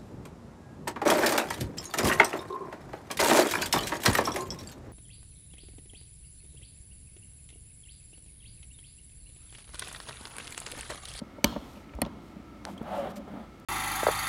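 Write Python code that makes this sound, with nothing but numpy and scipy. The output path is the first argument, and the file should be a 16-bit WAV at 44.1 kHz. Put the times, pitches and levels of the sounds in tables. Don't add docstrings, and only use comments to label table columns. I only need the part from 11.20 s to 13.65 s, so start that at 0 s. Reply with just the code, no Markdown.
import sys
import numpy as np
from scipy import signal
from scipy.fft import rfft, irfft, next_fast_len
from scipy.io import wavfile

SR = 44100
rng = np.random.default_rng(int(sys.argv[2]) if len(sys.argv) > 2 else 0)


def file_out(sig):
    cols = np.atleast_2d(sig).T
    lim = np.clip(cols, -1, 1)
    pcm = np.round(lim * 32767).astype(np.int16)
    wavfile.write(sys.argv[1], SR, pcm)


N = 108045
T = np.arange(N) / SR


def from_db(db):
    return 10 ** (np.asarray(db) / 20)


def at_hz(rows, hz, column=1):
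    rows = np.array(rows)
    return np.interp(np.log(hz + 1e-9), np.log(rows[:, 0]), rows[:, column])


def noise(gain_at, grain=0.):
    source = rng.standard_normal(N)
    if grain:
        source *= np.exp(grain * rng.standard_normal(N))
    size = next_fast_len(N, True)
    hz = np.arange(size // 2 + 1) * SR / size
    shaped = irfft(rfft(source, size) * gain_at(hz), size)[:N]
    return shaped / np.sqrt(np.mean(shaped ** 2) + 1e-20)


def coloured(tone, grain=0.):
    return noise(lambda hz: from_db(at_hz(tone, hz)), grain)


def band(centre_hz, octaves):
    return noise(lambda hz: 1 / (1 + (np.log2((hz + 1) / centre_hz) / octaves / 2) ** 2) ** 2)


def drift(rate_hz):
    return noise(lambda hz: np.exp(-(hz / rate_hz) ** 2))


def burst(start, rise_s, fade_s):
    age = np.maximum(T - start, 0)
    return np.minimum(age / rise_s, 1) * from_db(-60 * np.maximum(age - rise_s, 0) / fade_s)


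def click(start):
    return 1. * (np.arange(N) == int(start * SR))


def ring(force, notes, step):
    out = np.zeros(N)
    for k, (hz, db, fade_s) in enumerate(notes):
        decay = np.exp(-np.log(1000) / (fade_s * SR))
        angle = 2 * np.pi * hz / SR
        feedback = [1, -2 * decay * np.cos(angle), decay ** 2]
        out += step ** k * from_db(db) * signal.lfilter([0, np.sin(angle)], feedback, force + 1e-18)
    return out


# pitch in Hz, relative level in dB.
AIR_TONE = [(15, -33), (25, -11), (72, 0.5), (123, -6), (301, -1.5), (384, -8), (427, -14), (591, -11),
            (1100, -19), (1290, -13), (1520, -23.5), (2110, -22.5), (2610, -27), (2840, -27), (16000, -48)]
# pitch in Hz, level in dB, width in octaves.
ROOM_WHINES = [(58.4, -60.5, 0.062), (209, -58, 0.068), (1327.5, -65.5, 0.018), (2175, -72, 0.013)]
def background(air_db=-49):
    whines = sum(from_db(db) * band(hz, octaves) for hz, db, octaves in ROOM_WHINES)
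    return from_db(air_db) * coloured(AIR_TONE) + whines


def contact(start, high_hz, low_hz):
    force = signal.sosfilt(signal.butter(2, high_hz, fs=SR, output="sos"), click(start) + 1e-18)
    return signal.sosfilt(signal.butter(2, low_hz, "high", fs=SR, output="sos"), force)


# pitch in Hz, base level in dB, fade in seconds.
TABLE_NOTES = [(135, -7, 0.043), (220, 0, 0.073), (300, -8, 0.077), (380.5, -16, 0.094), (580.7, -3, 0.061),
               (744, -18, 0.069), (913, -5.5, 0.056), (1036, -16, 0.11), (1212, -17.5, .04),
               (1397, -16, 0.041)]
# start in seconds, strength in dB, treble cut-off in Hz, bass cut-off in Hz.
TABLE_BLOWS = [(0.0162, -26.5, 430, 30), (0.184, -32.5, 990, 445), (0.2423, -12.5, 3500, 30),
               (0.3618, -26, 890, 120), (.569, -37, 990, 248), (.735, -38.5, 1500, 400),
               (0.786, -31, 900, 150), (0.8188, -21, 1500, 130), (.828, -28, 600, 150),
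               (.862, -30, 700, 30), (1.162, -31, 300, 30.2), (1.195, -34.5, 249, 29.86),
               (1.508, -34, 250, 30.03), (1.61, -25.5, 450, 30)]
def table_knocks():
    force = sum(from_db(db) * contact(start, high, low) for start, db, high, low in TABLE_BLOWS)
    return ring(force, TABLE_NOTES, step=-0.93)


# start in seconds, level in dB.
TABLE_SHOVES = [(0.016, -43), (0.248, -26), (0.365, -36.5), (0.743, -29.5), (0.821, -31), (0.859, -46),
                (1.159, -51)]
def table_bob(hz=58.6, rise_s=0.0091, fade_s=0.1375):
    return sum(from_db(db) * burst(start, rise_s, fade_s) * np.sin(2 * np.pi * hz * (T - start))
               for start, db in TABLE_SHOVES)


# start in seconds, level in dB, fade in seconds.
CASING_JOLTS = [(.184, -47, .04), (0.3618, -28.5, .045), (.787, -37, 0.022), (.8193, -28, .035),
                (.863, -35, .04), (1.614, -36.5, 0.038), (2.078, -37, 0.027)]
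# pitch in Hz, relative level in dB.
CASING_TONE = [(80, -7.5), (300, -4), (560, 3), (800, -4), (1100, -9), (1700, -18), (2300, -27),
               (6000, -44)]
def clunks(rise_s=0.00083):
    jolts = sum(from_db(db) * burst(start, rise_s, fade_s) for start, db, fade_s in CASING_JOLTS)
    return jolts * coloured(CASING_TONE)


def seating(start, free_s=0.009, damping_db_per_s=2501):
    return from_db(-damping_db_per_s * np.maximum(T - start - free_s, 0))


SHUT_S, OPEN_S = 0.2431, 0.8176
# pitch in Hz, base level in dB, fade in seconds.
PUNCH_NOTES = [(2264, -17, 0.022), (3016, -16, .026), (3260, -19, .024), (3650, -16, 0.0086),
               (4060, -16, 0.0087), (4440, -12, 0.01004), (6030, -11.5, 0.0077), (6370, -12, 0.0066),
               (6830, -18, 0.0054), (8000, -27.5, .009), (8520, -22.5, 0.013), (11380, -22.5, .011),
               (12720, -24.5, .014), (15590, -24.5, .012)]
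# pitch in Hz, relative level in dB.
SHUT_TONE = [(300, -28), (1700, 8.5), (2600, 3), (3900, 8.5), (4900, 2), (6300, 7.5), (9500, -3.5),
             (12000, 0.5), (16000, 1)]
def snap_shut():
    crack = from_db(-12.5) * coloured(SHUT_TONE) * burst(SHUT_S - 0.0007, rise_s=0.0018, fade_s=0.0105)
    metal = ring(click(SHUT_S), PUNCH_NOTES, step=-0.99)
    return (crack + metal) * seating(SHUT_S) + room_echo(SHUT_S, level_db=-31.5, dull_db_per_octave=-0.2)


# pitch in Hz, relative level in dB, fade in seconds.
ECHO_BANDS = [(59.9, 0, 0.36), (120, 5, 0.51), (211, 13, .6), (400, -5.5, 0.83), (785, -8, 0.81),
              (1080, -3.5, 0.7), (1467, -7, 0.42), (1909, -18.5, 0.67), (2607, -19.5, 0.7),
              (3300, -13, 0.75), (4214, -17.5, .65), (4794, -22.5, 0.59), (5700, -18, 0.66),
              (6750, -27, .5), (9000, -27.5, 0.31), (15000, -33.5, 0.52)]
def room_echo(start, level_db, dull_db_per_octave, rise_s=0.0033, flutter_db=1.5):
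    centres = 62.5 * 2 ** (np.arange(25) / 3)
    gains = from_db(at_hz(ECHO_BANDS, centres)) * np.sqrt(centres)
    gains /= np.linalg.norm(gains)
    gains *= from_db(-dull_db_per_octave * np.log2(np.maximum(centres / 1000, 1)))
    level = from_db(level_db + flutter_db * drift(161.5))
    echo = np.zeros(N)
    for centre, gain in zip(centres, gains):
        third = noise(lambda hz: abs(np.log2((hz + 1) / centre)) < 1 / 6)
        echo += gain * third * burst(start, rise_s, fade_s=at_hz(ECHO_BANDS, centre, column=2))
    return level * echo


# pitch in Hz, level in dB, fade in seconds.
SPRING_NOTES = [(2980, -54.5, 0.254), (3230, -51, 0.595), (3450, -54.5, 0.57), (4280, -51, .42)]
def spring(octaves=0.0079, rise_s=0.0034):
    return sum(from_db(db) * band(hz, octaves) * burst(SHUT_S, rise_s, fade_s)
               for hz, db, fade_s in SPRING_NOTES)


# start in seconds, level in dB, pitch in Hz, width in octaves, fade in seconds.
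METAL_HITS = [(.2432, -16.5, 4150, .2, .005), (.8175, -23.5, 10500, .28, 0.0032)]
SMALL_CLICKS = [(.2555, -46, 4540, .6, 0.026), (.267, -50, 5500, 0.64, 0.021),
                (.556, -53.5, 2430, 0.22, 0.039), (0.573, -54, 2530, 0.22, 0.048),
                (0.64, -51.5, 2450, .25, 0.016), (0.693, -50.5, 2460, 0.21, 0.024),
                (0.736, -46.5, 2320, 0.33, 0.027), (0.7508, -53, 5500, 1.04, .012),
                (0.8506, -38, 3150, 0.39, 0.0067), (0.862, -47.5, 3400, 0.45, 0.025),
                (1.5775, -45, 3257, 0.061, 0.031), (1.578, -54, 6860, 0.68, 0.031),
                (1.628, -58.5, 9000, 0.76, 0.023), (1.958, -52, 7000, .9, .012),
                (2.399, -53, 7000, 0.87, 0.0079)]
def ticks(rows, rise_s):
    return sum(from_db(db) * band(hz, octaves) * burst(start, rise_s, fade_s)
               for start, db, hz, octaves, fade_s in rows)


# start in seconds, length in seconds, level in dB.
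HISS_SWELLS = [(0.33, 0.34, -60.5), (1.0, 0.14, -68), (1.439, 0.12, -58), (1.656, 0.23, -59),
               (1.752, 0.058, -60), (1.89, 0.034, -54.5), (1.956, 0.019, -49), (1.966, 0.024, -53.5)]
# pitch in Hz, relative level in dB.
HISS_TONE = [(1000, 2), (3300, 0.5), (6000, -2.5), (10000, -6), (14000, -7), (16000, -21)]
def soft_hiss():
    swells = sum(from_db(db) * np.maximum(1 - (2 * (T - start) / length - 1) ** 2, 0)
                 for start, length, db in HISS_SWELLS)
    return swells * coloured(HISS_TONE, grain=0.6)


# pitch in Hz, base level in dB, fade in seconds.
PLUNGER_NOTES = [(1905, -32, 0.056), (2123, -33.5, 0.054), (2450, -27, 0.018), (2990, -37.5, 0.048),
                 (3400, -39, 0.038), (4030, -31, .016), (4360, -25.5, 0.024), (5370, -40, 0.03),
                 (7900, -45, .02), (8780, -21.5, 0.011), (9100, -16, 0.0073), (10400, -19, .003),
                 (11840, -29, 0.0055)]
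# pitch in Hz, relative level in dB.
OPEN_TONE = [(100, -12), (400, 3), (1500, -7), (2500, -7), (4300, -15.5), (7000, -18), (9500, -10),
             (12000, -13.5), (16000, -14)]
def snap_open():
    crack = from_db(-25) * coloured(OPEN_TONE) * burst(OPEN_S - 0.0001, rise_s=0.00013, fade_s=0.016)
    metal = ring(click(OPEN_S), PLUNGER_NOTES, step=-0.99)
    return (crack + metal) * seating(OPEN_S) + room_echo(OPEN_S, level_db=-35.5, dull_db_per_octave=6)


def loudness(rows):
    times, levels_db = np.transpose(rows)
    return from_db(np.interp(T, times, levels_db, left=-120, right=-120))


# time in seconds, level in dB.
RUB_LEVELS = [(1.44, -61), (1.47, -42), (1.495, -44.5), (1.53, -58.5), (1.63, -49), (1.68, -40.5),
              (1.75, -37), (1.81, -40), (1.87, -36.5), (1.93, -47.5), (1.99, -51), (2.05, -59),
              (2.09, -48.5), (2.17, -45), (2.24, -50.5), (2.29, -73)]
RUMBLE_LEVELS = [(1.44, -68), (1.5, -43.5), (1.65, -49), (1.72, -47), (1.8, -47.5), (1.88, -40),
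                 (1.94, -46.5), (1.99, -42), (2.05, -58.5), (2.13, -37.5), (2.2, -43), (2.3, -64)]
# pitch in Hz, relative level in dB.
RUB_TONE = [(150, -11), (450, -14), (570, 3.5), (640, -1), (710, 1.5), (870, -4), (970, -8), (1160, -8),
            (1600, -15), (2250, -21), (2650, -26), (3100, -21.5), (6000, -43), (10000, -40), (16000, -47)]
RUMBLE_TONE = [(40, -38), (120, -20), (165, -11), (200, 2), (240, -7), (300, -11), (450, -21), (900, -65)]
def sliding(rough_db=0.5, lurch_db=1.5):
    rub = loudness(RUB_LEVELS) * coloured(RUB_TONE, grain=0.55) * from_db(rough_db * drift(60))
    rumble = loudness(RUMBLE_LEVELS) * coloured(RUMBLE_TONE) * from_db(lurch_db * drift(15))
    return rub + rumble


# pitch in Hz, base level in dB, fade in seconds.
CLACK_NOTES = [(400, -31, .006), (1500, -22, 0.0036), (4220, -24.5, 0.0027), (5880, -28.5, 0.0031),
               (9070, -31, 0.0024)]
def clack(start=1.4521):
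    return ring(click(start), CLACK_NOTES, step=-1.05)


def swell(peak_s, spread_s):
    return np.exp(-((T - peak_s) / spread_s) ** 2 / 2)


# peak time in seconds, spread in seconds, level in dB, pitch in Hz, width in octaves.
SLIDE_SCUFFS = [(1.487, .018, -45, 830, .13), (1.78, .05, -57, 2900, .12), (1.865, 0.029, -43, 324, 0.43)]
def scuffs():
    return sum(from_db(db) * swell(peak_s, spread_s) * band(hz, octaves)
               for peak_s, spread_s, db, hz, octaves in SLIDE_SCUFFS)


# pitch as a multiple of the lowest note, relative level in dB.
SCRAPE_NOTES = [(1, -2.5), (1.19, -3.5), (1.42, -9), (2.05, -14.5), (3.9, -25.5)]
def scrape(peak_s=1.79, hz=588, sink_hz_per_s=700, width_hz=24):
    pitch = hz - sink_hz_per_s * (T - peak_s)
    phase = 2 * np.pi * np.cumsum(pitch) / SR
    notes = np.zeros(N)
    for ratio, db in SCRAPE_NOTES:
        wavering = drift(width_hz) * np.sin(ratio * phase) + drift(width_hz) * np.cos(ratio * phase)
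        notes += from_db(db) * wavering
    return from_db(-38) * swell(peak_s, spread_s=0.07) * notes


# start in seconds, length in seconds, level in dB.
FOOT_JUDDERS = [(1.783, 0.066, -29), (1.967, 0.078, -40)]
def groans(hz=558, wobble=0.018, rise_s=0.007, sink_hz_per_s=500):
    pitch = hz * (1 + wobble * drift(48.5))
    level = np.zeros(N)
    for start, length, db in FOOT_JUDDERS:
        sounding = (T >= start) & (T < start + length)
        pitch -= sink_hz_per_s * (T - start - length / 2) * sounding
        level += from_db(db) * np.interp(T, [start, start + rise_s, start + length], [0, 1, 0])
    return level * np.sin(2 * np.pi * np.cumsum(pitch) / SR)


def scene():
    thumps = table_knocks() + table_bob() + clunks()
    snaps = snap_shut() + spring() + snap_open() + ticks(METAL_HITS, rise_s=0.00017)
    small_sounds = ticks(SMALL_CLICKS, rise_s=0.00076) + soft_hiss()
    slide = sliding() + clack() + scuffs() + scrape() + groans()
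    return (background() + thumps + snaps + small_sounds + slide)[None]


def record(dry, low_cut_hz=40, high_cut_hz=16100):
    thin = signal.sosfilt(signal.butter(4, low_cut_hz, "high", fs=SR, output="sos"), dry)
    return signal.sosfilt(signal.ellip(10, .2, 80, high_cut_hz, fs=SR, output="sos"), thin)


dry = scene()
out = record(dry)
file_out(out)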